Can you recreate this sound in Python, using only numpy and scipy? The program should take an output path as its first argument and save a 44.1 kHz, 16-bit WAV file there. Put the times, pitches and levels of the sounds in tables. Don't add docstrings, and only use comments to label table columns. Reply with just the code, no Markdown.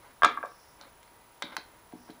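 import sys
import numpy as np
from scipy import signal
from scipy.io import wavfile
from scipy.ndimage import uniform_filter1d

SR = 44100
rng = np.random.default_rng(int(sys.argv[2]) if len(sys.argv) > 2 else 0)


def level_to_linear(level):
    exponent = np.asarray(level, float) / 20
    return 10 ** exponent


def transcribe(u):
    v = np.clip(np.atleast_2d(u).T, -1, 1)
    q = np.round(v * 32767).astype(np.int16)
    wavfile.write(sys.argv[1], SR, q)


N = 97020
TIME = np.arange(N) / SR

# [t/s, peak level/dB, contact band low f/Hz, high f/Hz, crack level/dB]
CLUNK_HITS = [(.2212, -10, 626, 2100, -73), (.2337, -4, 535, 5000, -30), (.2460, -2.5, 512, 7000, -37),
              (.2482, -7.5, 564, 7800, -18), (.2505, -53, 600, 5000, -42), (.2570, -53, 900, 4500, -42),
              (.3695, -33, 900, 1390, -80), (.3740, -22, 740, 2070, -80), (.4200, -57, 700, 1500, -78),
              (.4290, -24, 900, 1870, -80), (.4370, -23.5, 504, 900, -75), (.4480, -30.5, 825, 1810, -80),
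              (.4570, -60, 805, 4000, -46), (.4670, -34, 700, 1570, -81), (.5170, -43.5, 700, 1520, -80)]
# [f/Hz, level/dB, t60/s]
HOLDER_MODES = [(536, -26, 0.019), (737.6, -10, 0.077), (900, -49, 0.036), (1148.5, 2, .065),
                (1214.6, -1.5, .06), (1322, -3, .06), (1497, -42, 0.062), (1599, -3.5, .04),
                (2068, -8, 0.0363), (2310, -7.5, 0.01), (3150, -14, .03), (3450, -16.5, .04),
                (4500, -21, 0.0047), (5200, -18, 0.013)]
# [t/s, peak level/dB, contact band low f/Hz, high f/Hz, crack level/dB]
CLICK_HITS = [(.8125, -34.5, 3200, 8000, -47), (.8140, -40, 600, 3000, -69), (1.0300, -46, 2000, 4970, -51),
              (1.0780, -49, 2010, 5000, -72), (1.4222, -20.5, 520, 3000, -28.5),
              (1.4250, -21, 3000, 9500, -48), (1.4290, -25, 387, 2300, -70), (1.5220, -59, 800, 5000, -62),
              (1.5490, -63, 4000, 9000, -56), (1.5665, -19.5, 747, 2700, -28),
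              (1.5680, -22, 3100, 13600, -60), (1.5730, -27, 405, 1820, -63),
              (1.9230, -45.5, 1470, 4640, -65), (2.0810, -51, 700, 3500, -73),
              (2.0990, -46.5, 1460, 3640, -70), (2.1040, -45, 2530, 4860, -50),
              (2.1090, -53, 2570, 5030, -67)]
# [f/Hz, level/dB, t60/s]
CLAMP_MODES = [(327.5, -8.5, 0.15), (575, -4.5, 0.073), (1036, 11, 0.01), (1336, 9, 0.01), (1540, 6, 0.017),
               (2056, 11.5, 0.0067), (2300, -32, 0.0041), (3000, 4, 0.0052), (3560, -3, .005),
               (3910, 3.5, 0.0047), (5170, -7.5, 0.011), (7540, -36, .02), (9300, -14, 0.016),
               (13140, -3, .01)]
# [t/s, peak level/dB, contact band low f/Hz, high f/Hz, crack level/dB]
KNOCK_HITS = [
    (.2470, -36.5, 88.5, 520, -90),
    (.2600, -30.5, 207, 416, -90),
    (.3850, -39.5, 249, 770, -90),
    (1.4400, -36.5, 148, 700, -90),
    (1.5800, -39.5, 131, 700, -88),
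    (1.9270, -40.5, 500, 1220, -90),
    (1.9350, -34, 97, 600, -85),
    (1.9540, -40, 150, 490, -76),
    (2.0880, -46, 397, 900, -90),
    (2.0960, -37, 150, 590, -88),
]
# [f/Hz, level/dB, t60/s]
BENCH_MODES = [(129.6, -12.5, 0.15), (183.6, -13.5, 0.16), (255, -4.5, 0.096), (316, 0, 0.058),
               (436, -16, 0.13), (700, 1, 0.015)]
# [start t/s, length t/s, level/dB]
SLIDE_MOVES = [
    (0, 0.14, -58),
    (.78, 0.12, -55),
    (1.02, 0.038, -78),
    (1.43, 0.1, -50),
    (1.52, 0.04, -46),
    (1.6, 0.22, -63.5),
    (2.075, 0.039, -57.5),
]
# [start t/s, length t/s, level/dB]
SLEEVE_MOVES = [
    (.42, 0.37, -67),
    (1.96, 0.17, -68),
]
# [f/Hz, t60/s]
ROOM_DECAY = [(150, 0.9), (600, 0.19), (1500, 0.29), (3500, 0.26), (6000, 0.17), (12000, 0.23)]
# [f/Hz, level/dB]
ROOM_TONE = [(150, -18), (600, -3.5), (1500, -10.5), (2300, 0.5), (2800, -7), (3600, 2.5), (5200, -3),
             (12000, -25)]
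# [f/Hz, level per Hz/dB]
HUM_SPECTRUM = [(20, -2.5), (70, 0), (200, -7), (950, -2), (2670, -14), (8900, -21), (12800, -21),
                (16000, -29.5)]
# [f/Hz, rms level/dB]
WHINE_TONES = [(953, -67), (11900, -82), (14287, -86), (15460, -70), (15489, -75), (15520, -83)]
# [start t/s, length t/s, f/Hz, level/dB]
DISTANT_RING = (1.13, .15, 1992, -72)

STRIKE_SPREAD_DB = 2.5
RING_T60_S = .07
SKID_SHARE, SKID_S = .15, .001
CRACK_S, CRACK_CUT_HZ = 0.0024, 7800
SLIDE_GRAINS_PER_S, SLIDE_CUT_HZ = 4000, 5000
CLOTH_LOW_HZ, CLOTH_HIGH_HZ = 4930, 5830
ROOM_DB, ROOM_GAP_S = -1, 0.0036
CLICK_ROOM_DB = -3
HUM_DB = -59
WHINE_WAVER_RAD = .45
CHIRP_HZ, CHIRP_PER_S, CHIRP_START_S = 10018, 38.0, 1.394
CHIRP_DB, CHIRP_BACK = -68, -0.4
OVERLOAD = .46
TOP_CUT_HZ = 16150


def holder_on_post():
    return blows(CLUNK_HITS, HOLDER_MODES)


def clamp_lever():
    return blows(CLICK_HITS, CLAMP_MODES)


def bench_knocks():
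    return blows(KNOCK_HITS, BENCH_MODES)


def blows(hits, modes):
    out = np.zeros(N + SR)
    t = np.arange(SR // 4) / SR
    contact_t = t[:400]
    spread = rng.standard_normal((len(hits), len(modes)))
    roughness = rng.standard_normal((len(hits), 2, 400))
    for (start_s, db, low_hz, high_hz, crack_db), own, (noise, skid) in zip(hits, spread, roughness):
        high_hz = np.clip(high_hz, 1.3 * low_hz, 18000)
        softness = signal.butter(3, [low_hz, high_hz], "band", fs=SR, output="sos")
        push = (contact_t == 0) + SKID_SHARE * skid * np.exp(-contact_t / SKID_S)
        ring = np.convolve(ringing(t, modes, STRIKE_SPREAD_DB * own), push)[:len(t)]
        ring = signal.sosfilt(softness, ring)
        ring = level_to_linear(db) * ring / np.abs(ring).max()
        crack = band(noise * np.exp(-contact_t / CRACK_S), 3000, CRACK_CUT_HZ)
        ring[:400] += level_to_linear(crack_db) * crack
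        first = int(start_s * SR)
        out[first:first + len(t)] += ring
    return out[:N]


def ringing(t, modes, strengths_db):
    hz, db, t60 = np.transpose(modes)[:, :, None]
    t60 = np.clip(t60, .004, RING_T60_S * (1000 / hz) ** 2 + .007)
    decay = level_to_linear(db + strengths_db[:, None] - 60 * t / t60)
    return np.sum(decay * np.sin(2 * np.pi * hz * t), axis=0)


def slides():
    grains = (rng.random(N) < SLIDE_GRAINS_PER_S / SR) * rng.standard_normal(N)
    grit = grains * level_to_linear(2.0 * rng.exponential(1, N).clip(0, 4))
    body = ringing(np.arange(SR // 8) / SR, CLAMP_MODES, np.zeros(len(CLAMP_MODES)))
    scrape = band(signal.fftconvolve(grit, body)[:N], 170, SLIDE_CUT_HZ)
    return swells(SLIDE_MOVES) * rms_one(scrape)


def sleeve():
    uneven = level_to_linear(1.05 * slow_noise(500))
    fibres = band(rng.standard_normal(N), CLOTH_LOW_HZ, CLOTH_HIGH_HZ)
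    return swells(SLEEVE_MOVES) * uneven * rms_one(fibres)


def workshop(x):
    t = np.arange(SR // 2) / SR
    white = rng.standard_normal((2, len(t)))
    echo = 0
    for k, (low, high, hz) in enumerate(bands()):
        decay = level_to_linear(at_hz(ROOM_TONE, hz) - 60 * t / at_hz(ROOM_DECAY, hz))
        echo = echo + decay * band(white[k % 2], low, high)
    echo = echo * np.clip(t / ROOM_GAP_S - .5, 0, 1)
    return level_to_linear(ROOM_DB - 26.5) * signal.fftconvolve(x, echo)[:N]


def whines():
    tones = sum(level_to_linear(db) * np.sin(2 * np.pi * hz * TIME + WHINE_WAVER_RAD * slow_noise(1500))
                for hz, db in WHINE_TONES)
    on = uniform_filter1d(1. * ((TIME - CHIRP_START_S) * CHIRP_PER_S % 1 < .5), size=40)
    gate = on + CHIRP_BACK * (1 - on)
    tones = tones + level_to_linear(CHIRP_DB) * gate * np.sin(2 * np.pi * CHIRP_HZ * TIME)
    start_s, length_s, hz, db = DISTANT_RING
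    tones = tones + swells([(start_s, length_s, db)]) * np.sin(2 * np.pi * hz * TIME)
    return np.sqrt(2) * tones


def hum():
    white, out = rng.standard_normal((2, N + SR)), 0
    for k, (low, high, hz) in enumerate(bands()):
        level = level_to_linear(at_hz(HUM_SPECTRUM, hz) + 0.27 * slow_noise(5000))
        out = out + level * band(white[k % 2], low, high)[SR:]
    return level_to_linear(HUM_DB) * rms_one(out)


def swells(rows):
    return sum(level_to_linear(db) * np.sin(np.pi * np.clip((TIME - start_s) / length_s, 0, 1)).clip(0) ** .5
               for start_s, length_s, db in rows)


def slow_noise(size):
    return rms_one(uniform_filter1d(rng.standard_normal(N), size=size))


def rms_one(x):
    return x / np.sqrt(np.mean(x ** 2) + 1e-20)


def at_hz(points, hz):
    table_hz, values = np.transpose(points)
    return np.interp(np.log(hz), np.log(table_hz), values)


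def band(x, low_hz, high_hz):
    return signal.sosfilt(signal.butter(2, [low_hz, high_hz], "band", fs=SR, output="sos"), x)


def bands():
    edges = 20 * 2 ** np.arange(0, 10.01, 1 / 3)
    return zip(edges, edges[1:], np.sqrt(edges[1:] * edges[:-1]))


def scene():
    heavy = holder_on_post() + bench_knocks()
    light = clamp_lever()
    room = workshop(heavy + level_to_linear(CLICK_ROOM_DB) * light)
    mix = heavy + light + room + slides() + sleeve() + hum() + whines()
    return mix[None]


def low_pass(x):
    return signal.sosfilt(signal.butter(12, 16790, fs=SR, output="sos"), x)


def record(dry):
    x = dry / (1 + np.abs(dry / OVERLOAD) ** 8) ** (1 / 8)
    x = signal.sosfilt(signal.cheby2(20, 60, TOP_CUT_HZ, fs=SR, output="sos"), x)
    return low_pass(x)


dry = scene()
out = record(dry)
transcribe(out)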